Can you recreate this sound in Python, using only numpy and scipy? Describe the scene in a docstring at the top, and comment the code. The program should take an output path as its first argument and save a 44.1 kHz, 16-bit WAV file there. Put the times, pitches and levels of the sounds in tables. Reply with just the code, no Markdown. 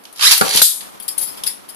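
"""Light plastic clicks in a small quiet room, then a zip: a ripcord launcher fires a toy top into a bowl.
The cord's teeth strike a gear ever faster until they fuse into a rasp and a whine; the gears whirr on.
The top drops and bounces, exciting the modes of the plastic bowl, and cracks against its wall.
It then circles on its tip with a soft friction rumble while loose metal chinks and chatters.
Two microphones of unlike colour hear it, followed by a noise suppressor and soft clipping."""
import sys
import numpy as np
from scipy import signal
from scipy.fft import rfft, irfft
from scipy.io import wavfile
from scipy.ndimage import uniform_filter1d

SR = 44100
rng = np.random.default_rng(int(sys.argv[2]) if len(sys.argv) > 2 else 0)


def inscribe(sig):
    """Save sig as 16-bit PCM at rate SR to the path in sys.argv[1].

    A 1-D sig is mono; a 2-D sig holds one channel per row.
    Samples are clipped to [-1, 1] before scaling.
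    """
    pcm = np.round(np.clip(np.atleast_2d(sig).T, -1, 1) * 32767)
    wavfile.write(sys.argv[1], SR, pcm.astype(np.int16))


N = 77175
T = np.arange(N) / SR


def amp(db):
    """Amplitude ratio: tenfold for every 20 dB."""
    return 10 ** (np.asarray(db) / 20)


def unit_rms(x):
    """Power normalisation to an rms of 1."""
    return x / np.sqrt(np.mean(x ** 2) + 1e-20)


def unit_energy(x):
    """Energy normalisation: the squared samples sum to 1."""
    return x / np.sqrt(np.sum(x ** 2, -1, keepdims=True) + 1e-20)


def at_hz(points, hz):
    """Interpolation of a curve on a logarithmic frequency axis."""
    freqs, values = np.transpose(points)
    return np.interp(np.log(hz + 1), np.log(freqs), values)


def envelope(points):
    """Interpolation in dB over time; silent outside the points unless they reach the scene's end."""
    times, db = np.transpose(points)
    after_db = db[-1] if times[-1] > T[-1] - .1 else -120
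    return amp(np.interp(T, times, db, left=-120, right=after_db))


def add(mix, start, sound):
    """Superposition of a sound on the mix, from a start in seconds."""
    part = mix[max(round(start * SR), 0):][:len(sound)]
    part += sound[:len(part)]


def high_pass(x, hz):
    """Radiation efficiency: small parts give off little bass."""
    return signal.sosfilt(signal.butter(4, hz, "high", fs=SR, output="sos"), x)


def tick(colour, tilt_db=0, size=2048):
    """Minimum-phase impulse: the sharpest click with a given spectrum."""
    hz = abs(np.fft.fftfreq(size, 1 / SR))
    octaves = np.log2(np.maximum(hz, 1000) / 1000)
    log_gain = np.log(amp(at_hz(colour, hz) + tilt_db * octaves))
    spectrum = np.exp(np.conj(signal.hilbert(log_gain)))
    return unit_energy(np.fft.ifft(spectrum).real[:size // 2])


def ring(modes):
    """Free vibration: a struck body sounds as a sum of damped sinusoids."""
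    t = T[:12000]
    return sum(amp(db - 60 * t / t60) * np.sin(2 * np.pi * hz * t) for hz, db, t60 in modes)


def chatter(response, decay_s, per_s, size=4000):
    """Repeated impact: one contact and a dying flurry of smaller ones each excite the response."""
    hits = rng.choice([-1, 1], size) * rng.uniform(0.59, 1, size) * (rng.random(size) < per_s / SR)
    hits[0] = 2
    hits *= np.exp(-T[:size] / decay_s)
    return unit_energy(signal.fftconvolve(hits, response))


def noise(colour, correlation):
    """Partial coherence: with negative correlation, the bass reaches the microphones in antiphase."""
    hz = np.fft.rfftfreq(N, 1 / SR)
    left, independent = rfft(rng.standard_normal((2, N)))
    shared = correlation / (1 + (hz / 1000) ** 2)
    right = shared * left + np.sqrt(1 - shared ** 2) * independent
    return unit_rms(irfft(np.array([left, right]) * amp(at_hz(colour, hz)), N))


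# The room's reverberation. Each row: frequency in Hz, time to fall 60 dB in seconds.
ROOM_DECAY = [(150, 0.18), (1000, 0.51), (4000, 0.33), (10000, 0.43), (15000, 0.34)]


def place(x, near_db, room_db, near_s=0.0052, right_gain=-0.13, t60_scale=1):
    """Reverberation: direct sound, early reflections from bowl and floor, then a diffuse tail."""
    t = T[:SR * 2 // 3]
    shape = (2, len(t))
    early = rng.standard_normal(shape) * (rng.random(shape) < .1) * np.exp(-t / near_s)
    hz, times, spectra = signal.stft(rng.standard_normal(shape), SR, nperseg=256)
    t60 = t60_scale * at_hz(ROOM_DECAY, hz)[:, None]
    tail = signal.istft(spectra * amp(-60 * times / t60), SR, nperseg=256)[1][:, :len(t)]
    tail *= np.minimum(t / 0.0038, 1)
    response = amp(near_db) * unit_energy(early) + amp(room_db) * unit_energy(tail)
    response[:, 0] += [1, right_gain]  # direct path
    return signal.fftconvolve(x[None], unit_energy(response), axes=1)[:, :N]


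# Spectrum of the room's background. Each row: frequency in Hz, relative level in dB.
BACKGROUND_COLOUR = [(25, -36), (90, -7), (210, 7.5), (400, 5.5), (1000, 6), (2000, -3), (5000, -9),
                     (7000, -18), (10500, -5.5), (15000, -13)]


def background(level_db=-45):
    """Stationary noise: the room's faint, steady hush."""
    return noise(BACKGROUND_COLOUR, correlation=-0.52) * amp(level_db)


# Spectrum of a plastic contact. Each row: frequency in Hz, relative level in dB.
PLASTIC_COLOUR = [(100, -37), (600, -12.5), (1300, -10), (2300, -5), (4100, 2.5), (5500, -1.5),
                  (8000, -8.5), (10300, -1.5), (12500, -10.5), (15000, -26)]
# Plastic impacts. Each row: start in seconds, level in dB, chatter time constant in seconds,
# tilt above 1 kHz in dB per octave.
PLASTIC_HITS = [(0.038, -17, 0.0043, 5), (0.053, -9, 0.0017, -1.5), (0.16, -10, 0.008, 5),
                (0.1943, 4, 0.0037, -6.5), (0.205, -1, 0.0033, -7), (0.21, 11, 0.005, -3.5),
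                (0.224, 13.5, 0.0047, -4.5), (0.315, 24.5, 0.0059, 8), (0.378, 15.5, 0.0025, 16.5),
                (0.412, 13.5, 0.0028, 4), (0.492, 6.5, 0.0073, 7), (0.537, 8, .003, 1.5),
                (0.548, 12.5, .001, 9.5), (0.559, 18, 0.004, 13.5), (0.573, 20.5, 0.002, 2),
                (0.587, 9.5, 0.0017, 4.5), (0.593, 9.5, .002, -2.5), (0.808, -4, 0.011, -2.5),
                (1.437, 3.5, 0.00068, 4.5), (1.468, 1, 0.0077, -1)]


def clacks():
    """Impact noise: plastic parts knock together, and the brief contacts give broadband clicks."""
    knocks = np.zeros(N)
    for start, db, decay_s, tilt_db in PLASTIC_HITS:
        add(knocks, start, amp(db) * chatter(tick(PLASTIC_COLOUR, tilt_db), decay_s, per_s=2000))
    return place(high_pass(knocks, hz=900), near_db=5.5, room_db=4.5, near_s=0.0045)


# Modes of the loose metal. Each row: frequency in Hz, level in dB, time to fall 60 dB in seconds.
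METAL_MODES = [(3254, -4.5, 0.025), (3530, -6.5, 0.048), (4750, 0.5, 0.013), (5175, 3.5, 0.032),
               (8950, -13.5, 0.055), (10360, 2.5, 0.034), (10630, 1, 0.023), (11086, -2, 0.028),
               (12960, -11, .015), (13800, -7, 0.022), (14500, -12, 0.02)]
# Spectrum of a bare metal contact. Each row: frequency in Hz, relative level in dB.
METAL_CLICK = [(1000, -27), (3300, 2), (5000, 3.5), (6500, -2.5), (8500, -3), (10400, 18), (12000, 13),
               (14500, -2)]
# Metal impacts. Each row: start in seconds, level in dB, chatter time constant in seconds,
# weighting of the low modes in dB, frequency that the contact point favours in Hz.
METAL_HITS = [(.1275, -10, 0.00029, -32, 4980), (1.0005, -1, 0.001, 7, 3120), (1.024, -2, 0.011, -6, 4000),
              (1.0803, 10, 0.005, -9, 4500), (1.085, 6, 0.0023, 6.5, 4600), (1.12, -4, 0.009, -11, 3900),
              (1.1793, 15, 0.016, -13.5, 3970), (1.211, 10.5, 0.032, -8, 4100),
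              (1.226, 10, 0.012, -8.5, 4700), (1.271, 3.5, 0.029, 1.5, 5100), (1.318, -5, 0.03, -3, 4400),
              (1.373, -4, 0.0099, 7.5, 3550), (1.4362, 4.5, 0.00044, 11, 2850), (1.463, 6, 0.003, -8, 4500),
              (1.4665, 10.5, 0.0093, 4.5, 5300), (1.475, 11.5, 0.0022, -9, 5270),
              (1.6892, -3.5, 0.004, 2, 3830), (1.696, -3.5, 0.0073, -0.5, 4000),
              (1.746, -10, 0.0033, -6, 4200)]


def chinks(split_hz=7000, focus_db_per_octave=19, click_db=-4, ping_db=-2, firm_db=13, left_db=1.5):
    """Modal excitation: the contact point selects the metal's low modes; firm hits swell into a ping."""
    rattle, pings = np.zeros(N), np.zeros(N)
    scatter_db = 2 * rng.standard_normal((len(METAL_HITS), len(METAL_MODES)))
    for (start, db, decay_s, low_db, focus_hz), offsets in zip(METAL_HITS, scatter_db):
        low = ring([(hz, mode_db + low_db - focus_db_per_octave * abs(np.log2(hz / focus_hz)), t60)
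                    for hz, mode_db, t60 in METAL_MODES if hz < split_hz])
        high = ring([(hz, mode_db + offset, t60)
                     for (hz, mode_db, t60), offset in zip(METAL_MODES, offsets) if hz >= split_hz])
        swell = 1 - np.exp(-T[:len(low)] / (decay_s / 2))
        weak_db = min(db + low_db - firm_db, 0)
        low_share = np.linalg.norm(low) / np.linalg.norm(low + high)
        add(pings, start, amp(db + ping_db + weak_db) * low_share * unit_energy(low * swell))
        body = unit_energy(high + low / 2)
        add(body, 0, amp(click_db) * tick(METAL_CLICK))
        add(rattle, start, amp(db) * chatter(body, decay_s, per_s=5300))
    rattle = place(high_pass(rattle, hz=1800), near_db=0, room_db=-1.5, near_s=0.0076, t60_scale=0.57)
    pings = place(pings, near_db=-24, room_db=-6, right_gain=1, t60_scale=0.62)
    return rattle * amp([[left_db], [-left_db]]) + pings


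# Speed of the cord. Each row: time in seconds, rate in teeth per second.
CORD_SPEED = [(.14, 58.2), (.2, 139), (.222, 750), (.233, 1190), (.246, 1364), (.255, 1610), (.265, 1925),
              (.274, 1945), (.281, 2040), (.29, 2270), (.335, 2370), (.39, 1600)]
# Force of the pull, heard in the rasp. Each row: time in seconds, level in dB.
PULL_FORCE = [(.13, -59), (.185, -33.5), (.215, -19.5), (.235, -9.5), (.272, -6), (.303, -12.5), (.315, -9),
              (.335, -9), (.35, -32), (.4, -45)]
# Spectrum of a tooth's snap. Each row: frequency in Hz, relative level in dB.
TOOTH_COLOUR = [(100, -31), (700, -20.5), (1300, -4), (2600, -7.5), (4000, 2.5), (6000, -2.5),
                (8000, -10.5), (10200, -2), (14500, -17.5)]
# Harmonics of the whine. Each row: multiple of the tooth rate, level in dB.
WHINE_HARMONICS = [(1, -4), (2, -4)]
# Envelope of the whine. Each row: time in seconds, level in dB.
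WHINE_LEVEL = [(.226, -38), (.237, -16.5), (.25, -14.5), (.258, -27), (.269, -12), (.284, -14), (.294, -26),
               (.322, -34), (.333, -21), (.345, -44)]


def ripcord(jitter=.025, uneven_db=5, scrape=0.89, flutter=0.52):
    """Periodic impact: cord teeth snap past the gear ever faster, fusing into a rasp and a whine."""
    rate = np.interp(T, *np.transpose(CORD_SPEED))
    wobble, shake = (unit_rms(uniform_filter1d(v, size=60)) for v in rng.standard_normal((2, N)))
    teeth_passed = np.cumsum(rate * (1 + jitter * wobble)) / SR
    snaps = np.diff(np.floor(teeth_passed), prepend=0) * amp(uneven_db * rng.standard_normal(N))
    snaps /= np.sqrt(abs(uniform_filter1d(snaps ** 2, size=700)) + 1e-4)  # even power at any rate
    force = (snaps + scrape * rng.standard_normal(N)) / np.hypot(1, scrape)
    rasp = signal.fftconvolve(force, tick(TOOTH_COLOUR))[:N] * envelope(PULL_FORCE)
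    case_hz, half_width_hz, peak_db = 3920, 270, 11.7  # resonance of the launcher's case
    whine = np.zeros(N)
    for harmonic, db in WHINE_HARMONICS:
        lift_db = peak_db / (1 + ((harmonic * rate - case_hz) / half_width_hz) ** 2)
        whine += amp(db + lift_db) * np.sin(2 * np.pi * harmonic * teeth_passed)
    whine *= envelope(WHINE_LEVEL) * (1 + flutter * shake)
    rasp = place(high_pass(rasp, hz=805), near_db=-2, room_db=-9)
    return rasp + place(whine, near_db=3.5, room_db=-2, right_gain=2.7)


# Gears running on after the pull. Each row: time in seconds, level in dB.
WHIRR_LEVEL = [(.3, -38), (.311, -8), (.32, -3), (.36, -35), (.382, -19), (.4, -49), (.46, -24.5),
               (.5, -16), (.53, -19), (.575, -12.5), (.612, -37), (.63, -56)]


def gears(per_s=1100, uneven_db=3):
    """Shot noise: random clicks of the gears in their plastic case merge into a whirr."""
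    contacts = rng.random(N) < per_s / SR
    strengths = amp(uneven_db * np.clip(rng.standard_normal(N), -2, 2))
    clicks = unit_rms(contacts * strengths * rng.choice([-1, 1], N))
    whirr = signal.fftconvolve(clicks * envelope(WHIRR_LEVEL), tick(PLASTIC_COLOUR))[:N]
    return place(high_pass(whirr, hz=385), near_db=8, room_db=3.5, near_s=0.0017)


# Modes of the bowl. Each row: frequency in Hz, level in dB, time to fall 60 dB in seconds.
BOWL_MODES = [(170.2, -1, 0.11), (246, 2, 0.044), (474, 12, 0.031), (546.4, 8, 0.08), (771, 8.5, 0.056),
              (858, 2.5, 0.11), (1158, 1, 0.16), (1390, 9, 0.022), (1634, 5.5, 0.043)]
# Spectrum of the dry slap that starts a blow. Each row: frequency in Hz, relative level in dB.
SLAP_COLOUR = [(30, -16), (90, -23), (160, -10.5), (400, 1.5), (800, -0.5), (1400, 3), (2500, -8),
               (6000, -27)]
# Blows on the bowl. Each row: start in seconds, ring level in dB, slap level in dB,
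# upper limit of the excitation in Hz.
BOWL_HITS = [(0.4116, 19, 12.5, 2240), (0.4215, 14, 10, 1460), (0.549, 5.5, -5, 455),
             (0.6169, -24, 11.5, 2500), (1.467, -16, -11.5, 2490)]


def bowl(slap_s=0.0065):
    """Shell vibration: the thin bowl thumps as the top bounces; soft contact rings only low modes."""
    rings, slaps = np.zeros(N), np.zeros(N)
    modes = high_pass(ring(BOWL_MODES), hz=150)
    for start, ring_db, slap_db, reach_hz in BOWL_HITS:
        body = signal.sosfilt(signal.butter(4, reach_hz, fs=SR, output="sos"), modes)
        add(rings, start, amp(ring_db) * unit_energy(body))
        add(slaps, start, amp(slap_db) * chatter(tick(SLAP_COLOUR), slap_s, per_s=2000))
    rings = place(rings, near_db=-2.5, room_db=-3, right_gain=-1.85)
    return rings + place(slaps, near_db=-12, room_db=-46, near_s=0.0027, right_gain=-0.069)


# The tip rolling on the bowl. Each row: time in seconds, level in dB.
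ROLL_LEVEL = [(.42, -47), (.45, -18), (.53, -34), (.6, -31), (.65, -87), (.75, -54), (.82, -39.5),
              (1.0, -42.5), (1.12, -40), (1.45, -37), (1.6, -46.5), (1.75, -43.5)]
# Spectrum of its rumble. Each row: frequency in Hz, relative level in dB.
ROLL_COLOUR = [(30, -13), (100, -10.5), (210, 1.5), (300, -1), (600, -3.5), (1100, -1), (1800, -9.5),
               (3500, -10.5), (8000, -17)]


def rolling(flutter_db=2):
    """Friction noise: the spinning tip rubs the bowl with a wavering rumble."""
    flutter = unit_rms(uniform_filter1d(rng.standard_normal(N), size=700))
    return noise(ROLL_COLOUR, correlation=-0.88) * envelope(ROLL_LEVEL) * amp(flutter_db * flutter)


# Spectrum of a strike on the wall. Each row: frequency in Hz, relative level in dB.
WALL_COLOUR = [(100, -45), (1000, -40), (2500, -23), (3600, -0.5), (4800, -2.5), (5800, -8), (7500, -1.5),
               (10600, 4), (12200, 2), (15000, -11.5)]
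# The top strikes the bowl's wall, then grinds along it.
# Each row: start in seconds, level in dB, chatter time constant in seconds.
WALL_HITS = [(0.6175, 29, 0.0058), (0.626, 20.5, 0.048), (0.649, 14, 0.0058)]


def crash():
    """Impulsive excitation: the top hits the wall at full spin and sets the room ringing."""
    strikes = np.zeros((2, N))
    for start, db, decay_s in WALL_HITS:
        strike = np.zeros(N)
        add(strike, start, amp(db) * chatter(tick(WALL_COLOUR), decay_s, per_s=5100))
        strikes += place(strike, near_db=7.5, room_db=5.5)
    return strikes


# Microphone sensitivity. Each row: frequency in Hz, left minus right in dB.
MIC_BALANCE = [(100, 7), (600, 0), (1300, -0.5), (2600, -3.5), (4000, -7), (5500, -9.5), (7200, 0.5),
               (8800, 8), (10400, 18.5), (12500, 11.5), (14500, 7)]


def scene():
    """Superposition: the toy's sounds, through two unlike microphones, add to the background."""
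    toy = ripcord() + gears() + clacks() + crash() + bowl() + chinks() + rolling()
    ratio = amp(at_hz(MIC_BALANCE, np.fft.rfftfreq(2 * N, 1 / SR)))
    mics = np.array([ratio, np.ones_like(ratio)]) * np.sqrt(2 / (1 + ratio ** 2))
    return irfft(rfft(toy, 2 * N) * mics)[:, :N] + background()


def suppress(x, split_hz=972, threshold_db=28.5, slope=4, max_cut_db=18):
    """Dynamic filtering: a noise suppressor cuts the bass while the treble stands far above it."""
    hz = np.fft.rfftfreq(N, 1 / SR)
    bass = irfft(rfft(x) / (1 + (hz / split_hz) ** 6), N)
    powers = [uniform_filter1d((band ** 2).mean(0), size=700) for band in (bass, x - bass)]
    bass_db, treble_db = 10 * np.log10(np.abs(powers) + 1e-12)
    cut_db = np.clip(slope * (treble_db - bass_db - threshold_db), 0, max_cut_db)
    return x - bass * (1 - amp(-uniform_filter1d(cut_db, size=400)))


def record(dry, cutoff_hz=14700):
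    """Saturation: after noise suppression the loudest blows clip softly, then the band is limited."""
    x = suppress(dry)
    clipped = x / (1 + x ** 8) ** (1 / 8)
    low_pass = signal.firwin(255, cutoff_hz, window=("kaiser", 8), fs=SR)
    return signal.oaconvolve(clipped, low_pass[None], "same")


dry = scene()
out = record(dry)
inscribe(out)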